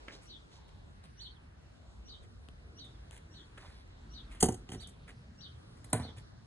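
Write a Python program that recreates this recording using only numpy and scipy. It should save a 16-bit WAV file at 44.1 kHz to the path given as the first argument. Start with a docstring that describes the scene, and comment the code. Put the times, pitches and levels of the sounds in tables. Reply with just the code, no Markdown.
"""A latch clacks on an outer house door and a fitting knocks on an inner one: impacts excite damped modes.
Someone carries a phone up stone steps; shoes scuff as gritty friction noise, and dry snaps ring briefly.
A sparrow chirps across the yard as fluttering tones with wall echoes; coloured noise gives distant rumble.
The two microphone ports sit a few centimetres apart, so the upper middle arrives out of phase."""
import sys
import numpy as np
from scipy import signal
from scipy.fft import rfft, irfft, next_fast_len
from scipy.io import wavfile
from scipy.ndimage import uniform_filter1d

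SR = 44100
rng = np.random.default_rng(int(sys.argv[2]) if len(sys.argv) > 2 else 0)


def dump_mix(stems):
    """Bounce the given channels to the path in sys.argv[1] as a 16-bit WAV at rate SR."""
    frames = np.atleast_2d(stems).T  # one column per channel
    limited = np.clip(frames, -1, 1)  # hard clip at full scale
    pcm = np.round(limited * 32767).astype(np.int16)
    wavfile.write(sys.argv[1], SR, pcm)


N = 284892

# distant rumble and air, spectral shape shared by the ports: f/Hz, relative density level/dB
YARD_SHARED = [(18, -33), (30, -11.5), (53, 4), (76, 0), (200, -13), (536, -25.5), (1540, -29.5),
               (2410, -41), (3200, -39.5), (4080, -35.5), (5200, -42.5), (6200, -44.5), (10300, -48),
               (11000, -58), (11500, -72), (12500, -80), (22000, -120)]
# the same, opposed between the ports: f/Hz, relative density level/dB
YARD_OPPOSED = [(18, -48), (30, -16.5), (86, 4.5), (781, -2.5), (1420, -6), (5660, -16), (6410, -19),
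                (7090, -44), (9820, -46), (10900, -21), (12000, -38), (15600, -62.5), (22000, -120)]
YARD_SHARED_DB, YARD_OPPOSED_DB = -55, -66  # before the swells
# swell of the background: t/s, deep rumble level/dB, rumble level/dB, air level/dB
YARD_SWELL = [(0, 0, -1, 7), (.45, -3, -1, 2.1), (1.6, -4, .6, 0), (2.1, 6, -.6, 1.5), (2.55, -1, 0, .6),
              (3.1, 2.1, 3, 3.5), (3.8, -1.5, 0, 1.5), (4.2, 6, 2.5, 3.5), (5.2, -2, 3.5, 0),
              (6, -1, 5.5, 5), (6.46, -3, 3, .6)]
GUST_DB, GUST_SPREAD_DB = 3, 3  # wind on the ports comes and goes

# shoes and clothes: t/s, hiss level/dB, grit level/dB, nominal grit f/Hz, hold t/s, t60/s
SCUFFS = [(.083, -75, -45, 1910, 0, .0475), (.1, -88, -54, 1760, 0, .19), (.125, -80, -57, 4200, .03, .12),
          (.225, -67, -69, 2020, .03, .1), (.52, -85, -64, 4300, .05, .15),
          (.685, -72.5, -65, 2620, 0, .11), (1.04, -67, -62, 3500, .015, .078),
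          (1.224, -68.5, -70, 2000, 0, .22), (2.235, -73, -67, 1900, 0, .14),
          (2.487, -90, -56, 300, 0, .05), (2.85, -68, -66, 1990, 0, .11), (3.12, -64, -63, 2400, .062, .04),
          (3.578, -64, -50, 1600, .005, .05), (3.6, -74, -64, 1500, .1, .4),
          (3.63, -90, -62, 800, .03, .06), (3.61, -78, -63, 3700, .06, .3),
          (3.72, -76, -66, 3700, .09, .15), (4.32, -65, -59, 2400, .03, .2),
          (4.72, -57, -58, 2220, .028, .04), (4.805, -61, -62, 3100, .03, .05),
          (4.874, -50, -62, 3000, .002, .02), (4.885, -61, -67, 3000, .012, .04),
          (5.082, -66, -56, 1960, .025, .09), (5.775, -70, -69, 2000, 0, .083),
          (6.175, -62, -59, 2400, .01, .12)]
SCUFF_RISE_SHARE, SCUFF_RISE_MAX_S = .17, .035  # rise as a share of the decay
THUD_UNDER_GRIT_DB, GRIT_GRAIN_DB = -5, 3

# dry snaps of grit and of fingers on the case: t/s, treble level/dB, middle level/dB
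SNAPS = [(.0835, -60, -40), (2.4869, -47.5, -39.5), (3.1104, -38, -40), (3.345, -69, -52),
         (3.577, -55, -47), (3.877, -56, -62), (4.8726, -42, -54)]
SNAP_BASS_DB, SNAP_OPPOSED = -4, .3  # bass against the middle; power share opposed between the ports

# sparrow: t/s, length factor, lead-in root f/Hz, lead-in level/dB,
# then f/Hz and level/dB at the top, the shelf, the fall and the end of the warble
CHIRPS = [(.288, 1, 2880, -64, 4600, -55, 4000, -55, 3600, -50, 3300, -56),
          (1.203, 1.05, 2950, -61, 4450, -47, 4300, -46, 3950, -51, 3200, -53),
          (2.084, 1, 2900, -60, 4750, -51, 3950, -50, 3800, -51, 3150, -55),
          (2.79, 1.05, 2870, -62, 4600, -56, 3900, -53, 3700, -51, 3400, -56),
          (3.342, 1, 2850, -64, 4450, -56, 4100, -58, 3500, -55, 3300, -57),
          (4.139, 1, 2870, -60, 4650, -53, 4050, -49, 3700, -52, 3300, -57),
          (4.8, .9, 2900, -63, 4700, -51, 3950, -54, 3600, -52, 3150, -57),
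          (5.412, .95, 2800, -58, 4750, -49, 3950, -49, 3600, -53, 3150, -54),
          (6.028, 1, 2880, -64, 4400, -51, 4150, -56, 3600, -56, 3350, -58)]
# thin lead-in: t/s after the start of the chirp, pitch factor, relative level/dB
LEAD_IN = [(-.036, .96, -14), (-.024, .98, -2), (-.01, 1.01, 0), (.002, 1.04, -4), (.014, 1.03, -10)]
# warble corners before the length factor: t/s at the start, top, shelf, fall, end and silence
WARBLE_CORNERS = [-.01, .011, .023, .044, .068, .084]
# second, lower voice under the warble: t/s after the start, f/Hz, level/dB against the end of the warble
UNDER_VOICE = [(-.008, 3050, -13), (.01, 3200, -12), (.035, 3100, -11), (.06, 3050, -8)]
# house fronts throw the chirp back whole: left delay t/s, right delay t/s, level/dB
BIRD_ECHOES = [(.013, .015, -7), (.031, .028, -11), (.095, .098, -19)]
LEAD_IN_ROOT_DB = -9  # the lead-in's octave is its stronger part
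WARBLE_FROM_HZ, WARBLE_FROM_DB, WARBLE_DIES_DB = 3000, -12, -10  # levels against the top and the end
FLUTTER_HZ, FLUTTER_DEPTH = 140, .036  # depth as a share of the pitch
BIRD_LAG_SAMPLES, BIRD_RIGHT_DB = 4, -2  # the right port hears the bird later and softer
BIRD_WALLS_T60_S, BIRD_WALLS_DB = .24, 13.5

# blows on latch and leaf, before the gains of each door: t/s, metal level/dB, crack level/dB, wood level/dB
BLOWS = [(4.411, -33, -48, -45), (4.421, -46, -46, -36), (4.4245, -18, -31, -24), (4.4268, -11, -25, -14),
         (4.431, -19, -32, -18.5), (4.438, -23, -33, -22), (4.443, -23, -36, -28),
         (4.456, -30.5, -39, -29.5), (4.4855, -30, -39, -20), (4.5215, -40, -52, -38),
         (4.542, -41, -56, -47), (4.6885, -59, -52, -38), (4.699, -52, -56, -42), (4.717, -44, -43, -36),
         (4.733, -52, -44, -39), (4.745, -49, -45, -39), (4.752, -70, -58, -36), (5.843, -43, -53, -50.5),
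         (5.926, -45, -46, -36), (5.930, -13.5, -28, -19), (5.936, -40, -39, -24), (5.947, -56.5, -44, -24),
         (5.972, -62, -51, -36), (5.996, -50, -48, -27), (6.02, -66, -53, -38), (6.048, -71, -56, -36),
         (6.085, -79, -58, -41.5)]
# the bolt slides before it strikes: t/s, level/dB before the gains of each door
SLIDES = [(4.408, -24), (5.903, -51)]
# modes of the outer wooden leaf: f/Hz, relative level/dB, t60/s
OUTER_WOOD = [(75.5, -9, 0.18), (114.5, -7.5, 0.22), (183, 1, 0.056), (245.4, -2, 0.0583), (317, -5.5, .07),
              (368, -5.5, 0.09), (438, -6, 0.06), (542, -24.5, 0.045), (750, -2, 0.042), (880, -7.5, 0.025),
              (1014, -15, 0.018), (1600, -9.5, 0.012)]
# modes of the inner wooden leaf: f/Hz, relative level/dB, t60/s
INNER_WOOD = [(83.7, -10.5, 0.33), (112, -3.5, 0.12), (147.4, -2.5, 0.049), (244, -3.5, 0.085),
              (325, -9, 0.043), (449, -14, 0.12), (609, -4, 0.035), (740, -4, 0.062), (859, -12, 0.049),
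              (999, -8, .06), (1070, -8, 0.021), (1494, -9, 0.037)]
# modes of the latch and handle metal on the outer door: f/Hz, relative level/dB, t60/s
OUTER_METAL = [(3250, -4, .025), (4800, -3, .03), (6415, 7, .035), (6912, -9, .06), (7490, -12, .09),
               (8190, -5, .08), (8515, -6, .09), (8900, -7, .09), (9390, -5, .06), (9730, -7, .07),
               (9950, -3, .05), (10370, -6, .08), (10810, -6, .07), (11200, -3, .05)]
# modes of the fitting on the inner door: f/Hz, relative level/dB, t60/s
INNER_METAL = [(1550, -6, .04), (2850, -3, .03), (4400, -2, .03), (7100, -1, .05), (8000, -2, .05),
               (9300, -2, .05), (10700, -3, .05)]
# lock plate that colours the outer crack: f/Hz, level/dB, t60/s
OUTER_PLATE = [(1600, -24, .015), (1900, -31, .02), (2120, -29, .015), (2650, -26, .012), (3200, -21, .012),
               (4160, -29, .02)]
# lock plate that colours the inner crack: f/Hz, level/dB, t60/s
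INNER_PLATE = [(1450, -27, .015), (1950, -27, .015), (2410, -28, .02), (2880, -29, .02), (4000, -30, .02),
               (4450, -26, .015)]
INNER_FROM_S = 5.5  # blows from here on strike the inner door
BLOW_RISE_S, RISE_S_PER_DB = .0006, .00003  # rise at 0 dB of metal; softer blows start more gently
RATTLE_T60_S, RATTLE_S_PER_DB = .013, .0006  # t60 at 0 dB of metal; looser, softer blows rattle longer
PUSH_S_PER_DB = .00002  # a blow with less metal in it is padded and pushes longer
SLIDE_RISE_S, SLIDE_T60_S, SLIDE_CRACK_DB = .009, .035, -17
METAL_GRAIN_DB, CRACK_GRAIN_DB = 2.5, 4.5  # loose parts chatter in uneven grains
BOOM_DB = -3

# a near sound at the ports: f/Hz, phase by which left leads/rad, left minus right level/dB
PORTS = [(0, 0, -.6), (250, -.2, -1.2), (480, -.3, -2), (850, .4, -7), (1400, -.2, -.5), (2000, .6, -3),
         (2700, 2.4, -1), (3600, 1.7, -1), (4300, 2.2, -.5), (4800, 3.1, -.3), (5400, 3.3, .3),
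         (6300, 5.2, .2), (7100, 6.1, .1), (9800, 6.5, .1), (11000, 9.0, .5)]


def undb(db):
    """Level definition: decibels to an amplitude ratio."""
    return np.exp(np.asarray(db) * np.log(10) / 20)


def unit(x):
    """Normalisation to a root-mean-square value of 1."""
    return x / np.sqrt(np.mean(x ** 2))


def band(x, lo_hz, hi_hz):
    """Band-pass filtering between two corner frequencies."""
    return signal.sosfilt(signal.butter(2, [lo_hz, hi_hz], "band", fs=SR, output="sos"), x + 1e-18)


def add(track, s, x):
    """Superposition: mix x into the track from time s."""
    i = int(s * SR)
    track[i:i + len(x)] += x[:N - i]


def fade(t60, rise, hold=0):
    """Exponential decay: an envelope rises, holds, then falls 60 dB in t60."""
    t = np.arange(int((rise + hold + t60) * SR)) / SR
    decay_db = -60 * np.maximum(t - rise - hold, 0) / t60
    return np.minimum(t / rise, 1) ** 2 * undb(decay_db)


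def grains(size, spread_db):
    """Granular excitation: noise in short pieces of uneven strength."""
    piece = 50  # samples
    strength = undb(spread_db * rng.standard_normal(size // piece + 1))
    return unit(rng.standard_normal(size) * strength.repeat(piece)[:size])


def walk(rate):
    """Slow random modulation: a smoothed random level of spread 1, about rate steps a second."""
    step = 32  # samples between coarse points
    k, count = int(SR / rate / step) + 1, N // step + 2
    stairs = np.repeat(rng.standard_normal(count // k + 1), k)
    coarse = uniform_filter1d(uniform_filter1d(stairs, k), k)[:count]
    return np.interp(np.arange(N) / step, np.arange(count), unit(coarse))


def echoes(x, t60_low, t60_high, delay):
    """Diffuse reverberation: unrelated tails, whose bass and treble decay separately, build up over delay."""
    t = np.arange(SR // 2) / SR
    noise = rng.standard_normal((2, len(t)))
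    low = signal.sosfilt(signal.butter(1, 900, fs=SR, output="sos"), noise)
    tail = low * undb(-60 * t / t60_low) + (noise - low) * undb(-60 * t / t60_high)
    tail = tail * np.minimum(t / delay, 1) / np.sqrt(len(t))
    return signal.fftconvolve(x[None], tail, axes=1)[:, :N]


def ports(x):
    """Interaural-type difference: a near sound reaches the two ports with a phase and level gap."""
    size = next_fast_len(N)
    hz, lead, pan_db = np.transpose(PORTS)
    f = np.arange(size // 2 + 1) * SR / size
    # each port takes half the gap
    half = np.exp(.5j * np.interp(f, hz, lead)) * undb(np.interp(f, hz, pan_db) / 2)
    return irfft(rfft(x, size) * np.array([half, 1 / half]), size)[:, :N]


def air(points, deep_db, bass_db, treble_db, flicker_db):
    """Spectral shaping: coloured noise in overlapping half-octave bands that flicker on their own."""
    size = next_fast_len(N)
    f = np.maximum(np.arange(size // 2 + 1) * SR / size, 1)
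    hz, db = np.transpose(points)
    colour = undb(np.interp(np.log(f), np.log(hz), db))
    spec = rfft(rng.standard_normal(size)) * colour
    scale, out = np.std(irfft(spec, size)), 0
    swells = [deep_db] * 4 + [bass_db] * 4 + [treble_db] * 12  # bands upward from 20 Hz
    for k, swell_db in enumerate(swells):
        place = 2 * np.log2(f / 20) - k
        share = np.cos(np.pi / 2 * np.clip(place, -1, 1)) ** 2
        level_db = flicker_db * walk(4.96) + 1.66 * walk(22) + swell_db
        out = out + irfft(spec * share, size)[:N] * undb(level_db)
    return out / scale


def shoes():
    """Sliding friction: soles drag on stone as gritty noise in three ranges under one envelope."""
    out = np.zeros(N)
    for s, hiss_db, grit_db, grit_hz, hold, t60 in SCUFFS:
        rise = min(SCUFF_RISE_SHARE * t60, SCUFF_RISE_MAX_S)
        env = fade(t60, rise, hold)
        grit = grains(len(env), GRIT_GRAIN_DB)
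        ranges = ((hiss_db, 5800, 11000), (grit_db, grit_hz / 1.6, grit_hz * 1.4),
                  (grit_db + THUD_UNDER_GRIT_DB, 120, 800))
        drag = sum(undb(db) * unit(band(grit, lo, hi)) for db, lo, hi in ranges)
        add(out, s - rise, env * drag)
    return out


def snaps():
    """Impulse response: single clicks ring for a few cycles in each range."""
    out = np.zeros(N)
    click = np.zeros(SR // 20)
    click[0] = 1
    treble = band(click, 4940, 9500)
    middle = band(click, 790, 5000) + undb(5.5) * band(click, 2400, 3300)
    parts = [treble, middle, band(click, 120, 1200)]
    for s, treble_db, middle_db in SNAPS:
        dbs = treble_db, middle_db, middle_db + SNAP_BASS_DB
        add(out, s, sum(undb(db) * part / np.abs(part).max() for db, part in zip(dbs, parts)))
    return np.sqrt(1 - SNAP_OPPOSED) * out, np.sqrt(SNAP_OPPOSED) * out


def note(shape, warble_hz, depth, octave_db):
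    """Frequency modulation: one syrinx note with a fast pitch flutter and its octave."""
    s, hz, db = np.transpose(shape)
    t = np.arange(s[0], s[-1], 1 / SR)
    flutter = np.sin(2 * np.pi * (warble_hz * t + rng.random()))
    pitch_hz = np.interp(t, s, hz) * (1 + depth * flutter)
    phase = 2 * np.pi * np.cumsum(pitch_hz) / SR
    level = undb(np.interp(t, s, db)) * signal.windows.tukey(len(t), .15)
    return level * (np.sin(phase) + undb(octave_db) * np.sin(2 * phase))


def sparrow():
    """Reflection and scattering: chirps leap up and fall, broken up by leaves and answered by walls."""
    song = np.zeros(N)
    for s, length, lead_hz, lead_db, *steps in CHIRPS:
        hz, db = steps[::2], steps[1::2]
        warble = np.transpose([np.multiply(WARBLE_CORNERS, length),
                               [WARBLE_FROM_HZ, *hz, hz[-1]],
                               [db[0] + WARBLE_FROM_DB, *db, db[-1] + WARBLE_DIES_DB]])
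        lead = note(np.multiply(LEAD_IN, [1, lead_hz, 1]), 170, .015, -LEAD_IN_ROOT_DB)
        under = note(UNDER_VOICE, FLUTTER_HZ, FLUTTER_DEPTH, -37)
        add(song, s + LEAD_IN[0][0], undb(lead_db + LEAD_IN_ROOT_DB) * lead)
        add(song, s + warble[0][0], note(warble, FLUTTER_HZ, FLUTTER_DEPTH, -37))
        add(song, s + UNDER_VOICE[0][0], undb(db[-1]) * under)
    heard = np.array([song, undb(BIRD_RIGHT_DB) * np.roll(song, BIRD_LAG_SAMPLES)])
    for *delays, db in BIRD_ECHOES:
        heard = heard + undb(db) * np.array([np.roll(song, int(d * SR)) for d in delays])
    leaves = [undb(3.5 * walk(60) + 1.5 * walk(250)) for _ in range(2)]
    walls = echoes(band(song, 2600, 6500), BIRD_WALLS_T60_S, BIRD_WALLS_T60_S, .003)
    return heard * leaves + undb(BIRD_WALLS_DB) * walls


def ring(x, modes, swell):
    """Modal superposition: force drives decaying modes of alternating sign that take a moment to radiate."""
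    t = np.arange(SR // 2) / SR
    body = sum((-1) ** k * undb(db - 60 * t / t60) * np.sin(2 * np.pi * hz * t)
               for k, (hz, db, t60) in enumerate(modes))
    return signal.fftconvolve(x, body * (1 - np.exp(-t / swell)))[:N]


def door(span, wood, fitting, plate, push_s, ring_db, hiss_from_hz, crack_hz, crack_gain_db, panels_db):
    """Impact excitation: blows rattle metal, crack through the lock plate, push the leaf and shake its panels."""
    rattle, crack, push, thud, buzz = np.zeros((5, N))
    boom = fade(0.097, 0.0027)  # frame and floor shake along, too densely for single modes
    panels = fade(.16, .003)
    for s, db in SLIDES:
        if span[0] <= s < span[1]:
            env = fade(SLIDE_T60_S, SLIDE_RISE_S)
            start = s - SLIDE_RISE_S
            add(rattle, start, undb(db) * env * rng.standard_normal(len(env)))
            add(crack, start, undb(db + SLIDE_CRACK_DB) * env * rng.standard_normal(len(env)))
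    for s, metal_db, crack_db, wood_db in BLOWS:
        if span[0] <= s < span[1]:
            env = fade(RATTLE_T60_S - RATTLE_S_PER_DB * metal_db, BLOW_RISE_S - RISE_S_PER_DB * metal_db)
            start = s - BLOW_RISE_S
            shove = np.hanning(int((push_s - PUSH_S_PER_DB * metal_db) * SR) + 3)
            add(rattle, start, undb(metal_db) * env * grains(len(env), METAL_GRAIN_DB))
            add(crack, start, undb(crack_db) * env * grains(len(env), CRACK_GRAIN_DB))
            add(thud, start, undb(wood_db) * boom * rng.standard_normal(len(boom)))
            add(buzz, start, undb(wood_db) * panels * rng.standard_normal(len(panels)))
            add(push, start, undb(wood_db) * shove / shove.sum())
    hiss = band(band(rattle, hiss_from_hz, 14000), hiss_from_hz, 12000)
    metal = undb(ring_db) * ring(rattle, fitting, .0001) + undb(0.1) * hiss
    snap = ring(crack, plate, .0002) + undb(crack_gain_db) * band(crack, *crack_hz)
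    leaf = undb(-3.5) * ring(push, wood, 0.001)
    frame = undb(BOOM_DB) * band(band(thud, 83, 900), 60, 860)
    return metal + snap + leaf + frame + undb(panels_db) * band(buzz, 500, 1800)


def scene():
    """Superposition of yard, shoes, snaps, sparrow and doors at the two ports."""
    s, *columns = np.transpose(YARD_SWELL)
    deep_db, bass_db, treble_db = (np.interp(np.arange(N) / SR, s, c) for c in columns)
    wind_db = GUST_DB + GUST_SPREAD_DB * walk(3)
    mid = undb(YARD_SHARED_DB) * air(YARD_SHARED, deep_db, bass_db, treble_db, 2.04)
    side = undb(YARD_OPPOSED_DB) * air(YARD_OPPOSED, wind_db, wind_db, treble_db, 1.2)
    steps = shoes()
    snap_mid, snap_side = snaps()
    bird = sparrow()
    outer = door((0, INNER_FROM_S), OUTER_WOOD, OUTER_METAL, OUTER_PLATE, push_s=.0003, ring_db=-37,
                 hiss_from_hz=5300, crack_hz=(1300, 5000), crack_gain_db=4.5, panels_db=-22)
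    inner = door((INNER_FROM_S, N / SR), INNER_WOOD, INNER_METAL, INNER_PLATE, push_s=.0002, ring_db=-49,
                 hiss_from_hz=7000, crack_hz=(1100, 4000), crack_gain_db=5, panels_db=-11)
    # porch and hall answer alike at both ports, except in the middle range
    alike, apart = echoes(outer + undb(1.5) * inner + steps + snap_mid, 0.3, 0.21, .008)
    mid = mid + snap_mid
    side = side + snap_side + undb(-1.5) * band(apart, 400, 3500)
    near = ports(outer + inner + steps + undb(4.5) * alike)
    return near + bird + np.array([mid + side, mid - side])


def record(dry):
    """Low-pass filtering: the phone rolls off and then cuts the top."""
    soft = signal.sosfilt(signal.butter(8, 11500, fs=SR, output="sos"), dry)
    return signal.sosfilt(signal.ellip(10, .2, 80, 11900, fs=SR, output="sos"), soft)


dry = scene()
out = record(dry)
dump_mix(out)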